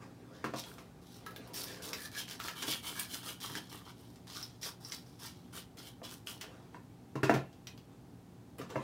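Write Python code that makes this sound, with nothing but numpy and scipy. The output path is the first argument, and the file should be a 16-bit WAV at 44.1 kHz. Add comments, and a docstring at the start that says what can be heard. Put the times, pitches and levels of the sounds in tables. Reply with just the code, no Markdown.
"""A stiff brush scrubs a thin metal cutting die on a craft table, in quick strokes and then slower ones.
Random bristle flicks and hiss drive coloured scratch, rub and fizz layers and the resonances of the die.
Snagging tufts tick: noise bursts plus decaying die modes; some clinks add two clean partials.
Things slide (swelling dull noise) and bump on the table (decaying modes, clatter), once with a loud knock.
A fan, coloured noise with wavering tones, hums in the small room, whose echo is decaying noise."""
import sys
import numpy as np
from scipy import signal
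from scipy.io import wavfile
from scipy.ndimage import uniform_filter1d

SR = 44100
rng = np.random.default_rng(int(sys.argv[2]) if len(sys.argv) > 2 else 0)


def store_wav(level_fs):
    """Save 16-bit WAV to argv[1]."""
    pcm = np.round(np.clip(np.atleast_2d(level_fs), -1, 1) * 32767)
    wavfile.write(sys.argv[1], SR, pcm.T.astype(np.int16))


N = 389403

# bumps on the table: [t/s, rel. level/dB, thump/dB, clack/dB, crack/dB (bands re level), f of the thing/Hz]
KNOCKS = [(0.441, -25.5, -14, -2.5, -10.5, 1084), (0.536, -29, -11, -15, -10.5, 682),
          (0.781, -45, -23, -7, 0, 1170), (2.679, -30, -14, -9, -20, 320), (2.721, -47, -1, -16, -20, 330),
          (3.497, -38, -5, 0, -20, 318), (3.562, -36, -18, -6, -20, 340), (6.016, -42, -20, -14, -31, 684),
          (6.744, -41, -10, -3, -28, 995), (7.154, -27, -2.5, -14, -14.5, 324),
          (7.231, -18, -7, -3, -9.5, 360), (7.294, -12, -15, -3, -17, 692), (7.338, -22, -4, -7, -8, 344),
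          (7.361, -28.5, -7, -11, -19, 644), (8.613, -37.5, -2, -3, -5, 1230),
          (8.756, -23, -8, -8, -20, 605)]
# resonances of the die, low, middle and high group: [f/Hz, nominal width/Hz, rel. level/dB]
DIE_MODES = [
    [(1247, 23, -11), (1705, 82, 8.5), (2283, 48, 4)],
    [(2847, 18, 2.5), (3000, 31, 0), (3135, 68, 8), (3340, 37, 3), (3370, 17, -2), (4000, 46, -6)],
    [(4060, 150, -22), (4960, 240, 0), (5150, 41, -18), (5380, 140, 1.5), (5776, 46, -2.5)],
]
# brush strokes: [t/s, swell/s, fade/s, rel. level/dB, rub of the backing/dB, fizz of the tips/dB,
# f where the die rings/Hz, ring/dB] (rub, fizz and ring re level, before layer trims)
STROKES = [(0.323, 0.022, 0.6, -65.5, -7, -15, 3190, -14), (0.556, 0.042, 0.047, -43, -12, -9.5, 4960, -8),
           (0.645, 0.031, 0.2, -60.5, -0.5, 0.5, 4900, -7), (1.014, 0.15, 0.097, -59.5, -17, -6, 4500, -9),
           (1.534, 0.041, 0.146, -42, -10.5, -4, 5150, -3), (1.656, 0.058, 0.144, -50, -25, -9, 1650, -3),
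           (1.82, 0.018, 0.15, -44.5, -12, -4.5, 4900, -6),
           (1.949, 0.11, 0.037, -47.5, -13, -3, 1666, -0.5), (2.114, 0.058, 0.03, -46, -15, -7.5, 1650, 4),
           (2.17, 0.02, 0.066, -39.5, -13, -7.5, 3220, -0.5),
           (2.275, 0.047, 0.067, -46.0, -3.5, -7, 3270, -6), (2.391, 0.065, 0.12, -46, -1, -6, 1280, -4),
           (2.552, 0.08, 0.11, -47, 1.5, -3, 2830, 2.5), (2.664, 0.054, 0.081, -37.5, -12, -3.5, 3295, -2),
           (2.827, 0.047, 0.16, -46.5, 1, -0.5, 2930, 2), (2.954, 0.039, 0.12, -44, -8.5, -4, 1980, -2),
           (3.092, 0.056, 0.095, -45, -5, -1.5, 3150, -0.5), (3.229, 0.063, 0.074, -45.0, -2, -2, 3150, -4),
           (3.4, 0.037, 0.23, -45, -6, -6, 3005, -4.5), (3.524, 0.055, 0.027, -46.5, 1.5, -6, 3190, -1),
           (3.687, 0.053, 0.12, -52, -2.5, -4.5, 3170, -4), (3.849, 0.051, 0.03, -55.5, 0, -8, 3220, 0),
           (3.946, 0.052, 0.45, -67, -4, -3.5, 3860, -7), (4.269, 0.1, 0.16, -45, -9, -11.5, 4900, -16),
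           (4.612, 0.057, 0.055, -42.5, -6.5, -5.5, 5380, -3.5),
           (4.801, 0.081, 0.077, -59, 0.5, -1, 5380, 4.5), (4.91, 0.024, 0.095, -49, -9, -4.5, 4960, -5),
           (5.055, 0.024, 0.52, -69.5, 0, -5, 5380, -6), (5.19, 0.066, 0.084, -48, -7, -6, 5000, -6.5),
           (5.334, 0.033, 0.47, -71.5, -4, -8, 3190, -3.5), (5.525, 0.059, 0.05, -47, -3.5, -4, 3190, -4),
           (5.769, 0.018, 0.14, -53.5, -4.5, -7, 3830, -6), (5.827, 0.055, 0.038, -59, 0, 1, 3020, 9),
           (6.029, 0.017, 0.068, -48.0, -2, -8.5, 3420, -3.5), (6.081, 0.043, 0.08, -52, -6, -3, 3190, -20),
           (6.262, 0.034, 0.088, -46.5, -4, -4.5, 3230, -18), (6.403, 0.019, 0.068, -56, 6, -5, 2830, 3)]
# spectrum of the bristle tips: [f/Hz, rel. level/dB]
FIZZ_SPECTRUM = [(3000, -41.5), (6000, -9.5), (7300, -3), (8300, 0), (9300, 2), (10300, 1.5), (12000, -1.5),
                 (14500, 0.5), (16000, -10)]


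def gain_of(db):
    """Decibels to amplitude."""
    return 10 ** (np.asarray(db) / 20)


def evened(x):
    """Scales to rms 1."""
    return x / np.sqrt(np.mean(x ** 2) + 1e-20)


def struck(x, size=441):
    """Scales a hit so that its loudest 10 ms have rms 1."""
    return x / np.sqrt(uniform_filter1d(x ** 2, size).max() + 1e-20)


def read(points, hz):
    """Interpolates a curve on a log-frequency axis."""
    f, value = np.transpose(points)
    return np.interp(np.log(hz + 1), np.log(f), value)


def add(mix, start_s, sound):
    """Mixes a sound in at a time."""
    part = mix[max(round(start_s * SR), 0):][:len(sound)]
    part += sound[:len(part)]


def butter(x, order, hz, kind):
    """Causal Butterworth filter."""
    return signal.sosfilt(signal.butter(order, hz, kind, fs=SR, output="sos"), x)


def colour(x, points, size=4096):
    """Causal minimum-phase filter of energy 1 with the given spectral shape."""
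    log_gain = np.log(gain_of(read(points, abs(np.fft.fftfreq(size, 1 / SR)))))
    min_phase = np.exp(np.conj(signal.hilbert(log_gain)))
    taps = np.fft.ifft(min_phase).real[:size // 2]
    return signal.oaconvolve(x, taps / np.linalg.norm(taps))[:len(x)]


def resonate(x, hz, width_hz):
    """A resonance of gain 1 at its centre."""
    return signal.lfilter(*signal.iirpeak(hz, hz / width_hz, SR), x)


def wander(x, depth_db, size=1024, order=7, count=7):
    """The contact point moves, so narrow bands swell and fade briefly: random gain patches on an STFT."""
    overlap = size * 3 // 4
    z = signal.stft(x, nperseg=size, noverlap=overlap)[2]
    patches = rng.standard_normal(z.shape)
    for axis, span in ((0, order), (1, count), (0, order // 2), (1, count // 2)):
        patches = uniform_filter1d(patches, span, axis)
    gain = gain_of(depth_db * np.tanh(evened(patches)))
    return evened(signal.istft(z * gain, nperseg=size, noverlap=overlap)[1][:N])


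def swell(rise_s, fade_s):
    """Envelope of one sliding movement: it touches down, gathers speed and eases off."""
    touch_s, landing_db, fade_db = 0.0026, -11, -21  # levels re crest, fade_db after fade_s
    fade_bend = 1.02  # above 1 the fade steepens as the brush lifts
    t = np.arange(0, rise_s + 3 * fade_s, 1 / SR)
    rise_shape_db = landing_db * np.maximum(1 - t / rise_s, 0)
    fade_shape_db = fade_db * (np.maximum(t - rise_s, 0) / fade_s) ** fade_bend
    return np.minimum(t / touch_s, 1) * gain_of(rise_shape_db + fade_shape_db)


def effort(movements):
    """Power sum of overlapping movements [t/s, swell/s, fade/s, level/dB], as amplitude."""
    power = np.zeros(N)
    for start_s, rise_s, fade_s, db in movements:
        add(power, start_s, (gain_of(db) * swell(rise_s, fade_s)) ** 2)
    return np.sqrt(power)


def fan(air_db=-56.5, hum_trim_db=-1, waver_rms_hz=1.624):
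    """Steady rush of air, as coloured noise, with slightly wavering motor tones."""
    # air rush: [f/Hz, rel. level/dB]
    air_spectrum = [(15, -34), (25, -75), (47, -14.5), (127, -5), (200, -11.5), (256, -5.5), (326, -16),
                    (476, -16.5), (516, -22.5), (775, -21), (1100, -28), (1740, -33.5), (2910, -37.5),
                    (3520, -36.5), (16000, -46)]
    # motor tones: [mean f/Hz, rms level before trim/dB]
    hum_tones = [(91.5, -92), (118.4, -62.5), (177.6, -62.5), (253.0, -72), (296.1, -68.5), (360.7, -71),
                 (721.4, -101), (791.3, -76)]
    out = gain_of(air_db) * evened(colour(rng.standard_normal(N), air_spectrum))
    for hz, db in hum_tones:
        drift_hz = waver_rms_hz * evened(uniform_filter1d(rng.standard_normal(N), size=4000))
        cycles = np.cumsum(hz + drift_hz) / SR + rng.random()
        out += gain_of(db + hum_trim_db) * np.sqrt(2) * np.sin(2 * np.pi * cycles)
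    return out


def room(x, first_s=0.0028, size=256):
    """Dense reflections of a small room, each band dying at its own speed."""
    # decay of the room: [f/Hz, t60/s]
    room_decay = [(120, 0.19), (500, 0.3), (1500, 0.25), (3000, 0.27), (5500, 0.18), (9000, 0.18),
                  (16000, 0.14)]
    taps = rng.standard_normal(SR // 2) * (np.arange(SR // 2) > first_s * SR)
    hz, t, z = signal.stft(taps, SR, nperseg=size)
    decay_db = -60 * t / read(room_decay, hz)[:, None]
    tail = signal.istft(z * gain_of(decay_db), SR, nperseg=size)[1]
    return signal.fftconvolve(x, tail / np.linalg.norm(tail))[:N]


def handling(trim_db=-3, wander_db=6.0):
    """Soft, dull rustle of fingers and paper sliding on the table: noise under swelling envelopes."""
    # slides: [t/s, swell/s, fade/s, level before trim/dB]
    slides = [(0, 0.026, 0.15, -49.5), (0.1, 0.37, 0.9, -53.5), (1.08, 0.18, 0.3, -54.5),
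              (1.3, 0.15, 0.35, -49.5), (1.6, 0.22, 0.39, -48), (6.4, 0.11, 0.4, -54),
              (6.73, 0.024, 0.046, -50.5), (7.9, 0.03, 0.069, -63), (8.58, 0.012, 0.091, -43),
              (8.69, 0.016, 0.11, -43), (8.74, 0.1, 0.25, -44)]
    # slide noise: [f/Hz, rel. level/dB]
    slide_spectrum = [(60, -15), (200, 0), (450, 2.5), (800, -6.5), (1400, -6.5), (2200, -15),
                      (4000, -18.5), (8000, -25), (16000, -42)]
    rustle = colour(wander(rng.standard_normal(N), wander_db), slide_spectrum)
    return gain_of(trim_db) * effort(slides) * rustle


def knocks(trim_db=-7, body_db=-2, thump_trim_db=-1, crack_trim_db=-2, rise_s=0.000754, contact=0.81,
           bounce_s=0.0062, clatter_s=0.0088, crack_s=0.021,
           boom_db=-8, boom_hz=134, boom_t60_s=0.24, boom_rise_s=0.01, own_db=-3, own_t60_s=0.024):
    """An edge lands, bounces once and rings the table while loose parts clatter; balanced in four bands."""
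    # modes of the table and what lies on it: [f/Hz, rel. level/dB, t60/s]
    table_modes = [(57, -16, 0.38), (181, 1, 0.41), (223.5, 5.5, 0.26), (316.5, 5, 0.085), (350, 3, 0.12),
                   (364, 6, 0.078), (613, -4, 0.037), (652, 1.5, 0.029), (745, -14, 0.099),
                   (1032, -15, 0.071), (1059, 3.5, 0.1), (1230, -20, 0.077), (1304, 7, 0.041),
                   (1630, -38, 0.044), (1746, 10, 0.024), (1900, -18, .05), (2535, -4.5, 0.074),
                   (2740, -2, 0.1), (4300, -29, .06)]
    # loose parts: [f/Hz, rel. level/dB]
    clatter_spectrum = [(45, -6), (110, 0), (350, -5), (500, -6.5), (740, -9.5), (1150, 1.5), (1750, -13),
                        (2150, -13.5), (2700, -20.5), (4000, -25), (5800, -27), (8500, -36.5),
                        (16000, -40.5)]
    out, t = np.zeros(N), np.arange(SR // 2) / SR
    bands_hz = [(55, 230), (250, 1100), (1100, 2100), (2400, 16000)]  # thump, body, clack, crack
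    ring = sum((-1) ** k * gain_of(db - 60 * t / t60_s) * np.sin(2 * np.pi * hz * t)
               for k, (hz, db, t60_s) in enumerate(table_modes))
    # the whole table top takes a moment to swing, then booms on
    boom_env = gain_of(-60 * t / boom_t60_s) * (1 - np.exp(-t / boom_rise_s))
    boom = struck(np.sin(2 * np.pi * boom_hz * t) * boom_env)
    attack = 1 - np.exp(-t / rise_s)
    for start_s, db, thump_db, clack_db, crack_db, own_hz in KNOCKS:
        hit_db = trim_db + db
        touches = np.zeros(len(t))
        add(touches, 2 * rise_s, np.ones(1))
        add(touches, 2 * rise_s + bounce_s * rng.uniform(0.848, 1.2), np.ones(1))
        loose = colour(rng.standard_normal(len(t)), clatter_spectrum)
        blow = struck(ring) + contact * struck(colour(touches, clatter_spectrum))
        blow += struck(loose * np.exp(-t / clatter_s))
        rattle = loose * np.exp(-t / crack_s)  # the treble is all loose parts
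        levels_db = (thump_trim_db + thump_db, body_db, clack_db, crack_trim_db + crack_db)
        for band_hz, source, part_db in zip(bands_hz, (blow, blow, blow, rattle), levels_db):
            part = butter(source * attack, 2, band_hz, "bandpass")
            add(out, start_s, gain_of(hit_db + part_db) * struck(part))
        add(out, start_s, gain_of(hit_db + thump_db + boom_db) * boom)
        # the thing itself rings briefly
        own = np.sin(2 * np.pi * own_hz * t) * gain_of(-60 * t / own_t60_s) * attack
        add(out, start_s + 2 * rise_s, gain_of(hit_db + own_db) * struck(own))
    return out


def shaken(level_re_knock_db=-46, t60_s=0.57, rise_s=0.012, ring_hz=2700):
    """Each knock shakes a loose metal piece on the table, and it rings on faintly."""
    out, t = np.zeros(N), np.arange(SR) / SR
    envelope = gain_of(-60 * t / t60_s) * (1 - np.exp(-t / rise_s))
    ring = struck(np.sin(2 * np.pi * ring_hz * t) * envelope)
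    for start_s, db, *_ in KNOCKS:
        add(out, start_s, gain_of(level_re_knock_db + db) * ring)
    return out


def pings(t60_s=0.08):
    """The loosely held die clinks: two clean partials of the thin metal die away."""
    # clinks: [t/s, level of main/dB, main f/Hz, second f/Hz, second re main/dB]
    clinks = [(1.2654, -39.5, 1307, 1662, -2), (1.362, -47, 3520, 1660, -2), (2.401, -38, 1327, 1400, -6.5),
              (2.482, -39, 1320, 2800, -4.5), (4.428, -43, 5180, 5400, -4), (7.671, -48, 5760, 2500, -6)]
    out, t = np.zeros(N), np.arange(SR // 4) / SR
    for start_s, db, hz, second_hz, second_db in clinks:
        tones = np.sin(2 * np.pi * hz * t) + gain_of(second_db) * np.sin(2 * np.pi * second_hz * t)
        add(out, start_s, gain_of(db - 60 * t / t60_s) * tones)
    return out


def snags(count=2, level_db=-3, scatter_db=3.5, scatter_s=0.025, scatter_oct=0.66, snap_db=-23, ring_db=1):
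    """Light chance ticks near each stroke, their level following it; rows as in the tick table."""
    chance = rng.standard_normal((len(STROKES), count, 3))
    rows = []
    for (start_s, rise_s, _, db, _, _, hz, _), draws in zip(STROKES, chance):
        for when, size, pitch in draws:
            snag_s = start_s + abs(rise_s + scatter_s * when)
            snag_hz = np.clip(hz * 2 ** (scatter_oct * pitch), 1200, 5800)
            rows.append((snag_s, db + level_db + scatter_db * size, snag_hz, snap_db, ring_db))
    return rows


def ticks(trim_db=-9, snap_trim_db=2, snap_s=0.00084, rattle=0.55, rattle_s=0.014,
          free=0.95, reach_oct=0.25, cut=0.17):
    """A caught tuft lets go: a sharp snap, a short rattle, and the nearest modes of the die ring on freely."""
    # snagging tufts and handling of the die: [t/s, rel. level/dB, centre f of ring/Hz,
    # snap before trim/dB, ring/dB] (snap and ring re level)
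    tick_events = [(0.56, -47, 1190, -18, -16), (1.2634, -41, 1300, -3, 1), (1.3084, -50, 1200, -3, -3),
                   (1.362, -41, 3630, -4, -22), (1.4744, -51, 3470, -2, -9), (1.5424, -40, 5150, 1.5, 1),
                   (1.6362, -41.5, 5190, 5, 2), (1.932, -29, 5300, -9.5, -2.5),
                   (2.4005, -34.5, 1330, -12, -13), (2.4836, -31.5, 1500, -10, -4),
                   (2.6239, -29.5, 2760, -30, -16), (2.6784, -42.5, 3130, -17, 9.5),
                   (2.9956, -33.5, 3200, 7, -4), (3.2891, -39, 3100, -20, 4), (3.4032, -43, 2940, -18, -15),
                   (3.5528, -33, 1750, -18, 2.5), (4.159, -51.5, 3850, -27, -16),
                   (4.2704, -48, 3550, -20, -10), (4.4278, -46.5, 5110, 1, 12),
                   (4.6305, -39, 5970, -16, 2.5), (4.849, -54, 5430, -12, 18.5),
                   (4.9213, -35.5, 4840, -18, 3.5), (5.0644, -60, 5650, -10, 3),
                   (5.574, -47, 3150, -6, -11), (5.7718, -51, 3930, -19, -14), (6.2716, -36, 3080, -14, 2),
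                   (6.4113, -33.5, 2740, -12, -9), (7.5284, -55.5, 3100, -16, -4),
                   (7.6707, -37.5, 4930, -14, -3), (7.777, -49.5, 3060, -10, -4), (8.5842, -51, 1130, 4, 5),
                   (8.702, -45, 1700, -12, -11)]
    # body of the snap: [f/Hz, rel. level/dB]
    snap_spectrum = [(200, -11), (900, 9), (3000, 12.5), (5500, 9.5), (8000, 6.5), (16000, -10.5)]
    out, t = np.zeros(N), np.arange(SR // 8) / SR
    mode_hz, width_hz, mode_db = np.vstack(DIE_MODES).T[:, :, None]
    decay = np.exp(-np.pi * free * width_hz * t)  # free scales the widths
    modes = gain_of(mode_db) * decay * np.sin(2 * np.pi * mode_hz * t)
    burst_env = np.exp(-t / snap_s) + rattle * np.exp(-t / rattle_s)
    for start_s, db, hz, bright_db, ring_db in tick_events + snags():
        burst = rng.standard_normal(len(t)) * burst_env
        share = np.exp(-.5 * (np.log2(mode_hz / hz) / reach_oct) ** 2)
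        share = share * rng.choice([-1, 1], mode_hz.shape)
        ring = struck((share * modes).sum(0))
        # a small, stiff contact gives little far below its ring
        body = butter(colour(burst, snap_spectrum, size=512), 2, cut * hz, "highpass")
        bright = struck(colour(burst, FIZZ_SPECTRUM, size=512))
        snap = 1.07 * struck(body) + gain_of(snap_trim_db + bright_db) * bright
        add(out, start_s, gain_of(trim_db + db) * (snap + gain_of(ring_db) * ring))
    return out


def bristles(flicks_per_s=2400, spread_db=4.1, slide=0.6, clump_db=1.9, clump_hz=150):
    """Single bristles flick off the edges, over the hiss of those that slide, both swelling in clumps."""
    chance, size = rng.random(N), rng.exponential(1, N)
    signs, clumps = np.sign(rng.standard_normal(N)), rng.standard_normal(N)
    flicks = (chance < flicks_per_s / SR) * gain_of(spread_db * np.minimum(size, 5)) * signs
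    clumps = evened(butter(clumps, 2, clump_hz, "lowpass"))
    return evened((evened(flicks) + slide * rng.standard_normal(N)) * gain_of(clump_db * clumps))


def ringing(trim_db=-1, wander_db=5, reach_oct=0.38, grip_detune=0.0084):
    """Each stroke drives the die modes near its pitch; the shifting grip detunes them."""
    out, push = np.zeros(N), wander(bristles(), wander_db)
    mode_hz, width_hz, mode_db = np.vstack(DIE_MODES).T
    detunes = 1 + grip_detune * rng.standard_normal((len(STROKES), len(mode_hz)))
    for (start_s, rise_s, fade_s, db, _, _, hz, ring_db), detune in zip(STROKES, detunes):
        envelope = swell(rise_s, fade_s)
        drive = np.resize(push[round(start_s * SR):], len(envelope))
        share = gain_of(mode_db) * np.exp(-.5 * (np.log2(mode_hz / hz) / reach_oct) ** 2)
        ring = sum(g * resonate(drive, f, w) for g, f, w in zip(share, mode_hz * detune, width_hz))
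        add(out, start_s, gain_of(trim_db + db + ring_db) * envelope * evened(ring))
    return out


def scrubbing(scratch_db=-2.0, fizz_trim_db=1, scratch_wander_db=4, rub_wander_db=6, fizz_wander_db=3):
    """The bristles scratch the metal, rub the backing and fizz at their tips."""
    # metal scratch: [f/Hz, rel. level/dB]
    scratch_spectrum = [(700, -26), (1800, -8), (2600, -4.5), (3500, 5), (5600, 3.5), (7000, -7),
                        (9000, -24), (16000, -42)]
    # rub of the backing: [f/Hz, rel. level/dB]
    rub_spectrum = [(40, -7.5), (150, -15), (330, 2.5), (560, -7.5), (900, -1.5), (1300, -0.5),
                    (1900, -6.5), (2800, -17), (6000, -32)]
    start_s, rise_s, fade_s, level_db, rub_db, fizz_db = np.transpose(STROKES)[:6]
    drive = bristles()
    scratch = colour(wander(drive, scratch_wander_db), scratch_spectrum)
    rub = colour(wander(bristles(clump_db=4.0), rub_wander_db), rub_spectrum)
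    tips = wander(drive + bristles(), fizz_wander_db, size=256, order=4, count=5)
    fizz = colour(tips, FIZZ_SPECTRUM)
    layers = ((scratch_db, scratch), (rub_db, rub), (fizz_trim_db + fizz_db, fizz))
    return sum(effort(zip(start_s, rise_s, fade_s, level_db + db)) * sound for db, sound in layers)


def scene(scrub_room_db=-8, tick_room_db=-3, knock_room_db=-4):
    """Brush, die and table with the room around them, over the fan."""
    scrub = scrubbing() + ringing() + handling()
    tick = ticks() + pings()
    knock = knocks() + shaken()
    send = gain_of(scrub_room_db) * scrub + gain_of(tick_room_db) * tick + gain_of(knock_room_db) * knock
    return (scrub + tick + knock + room(send) + fan())[None]


def record(dry, bass_hz=38, edge_hz=15900):
    """The microphone's bass roll-off and the recorder's band limit."""
    thin = butter(dry, 3, bass_hz, "highpass")
    taps = signal.firwin(511, edge_hz, window=("kaiser", 9), fs=SR)
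    return signal.oaconvolve(thin, taps[None], "same")


dry = scene()
out = record(dry)
store_wav(out)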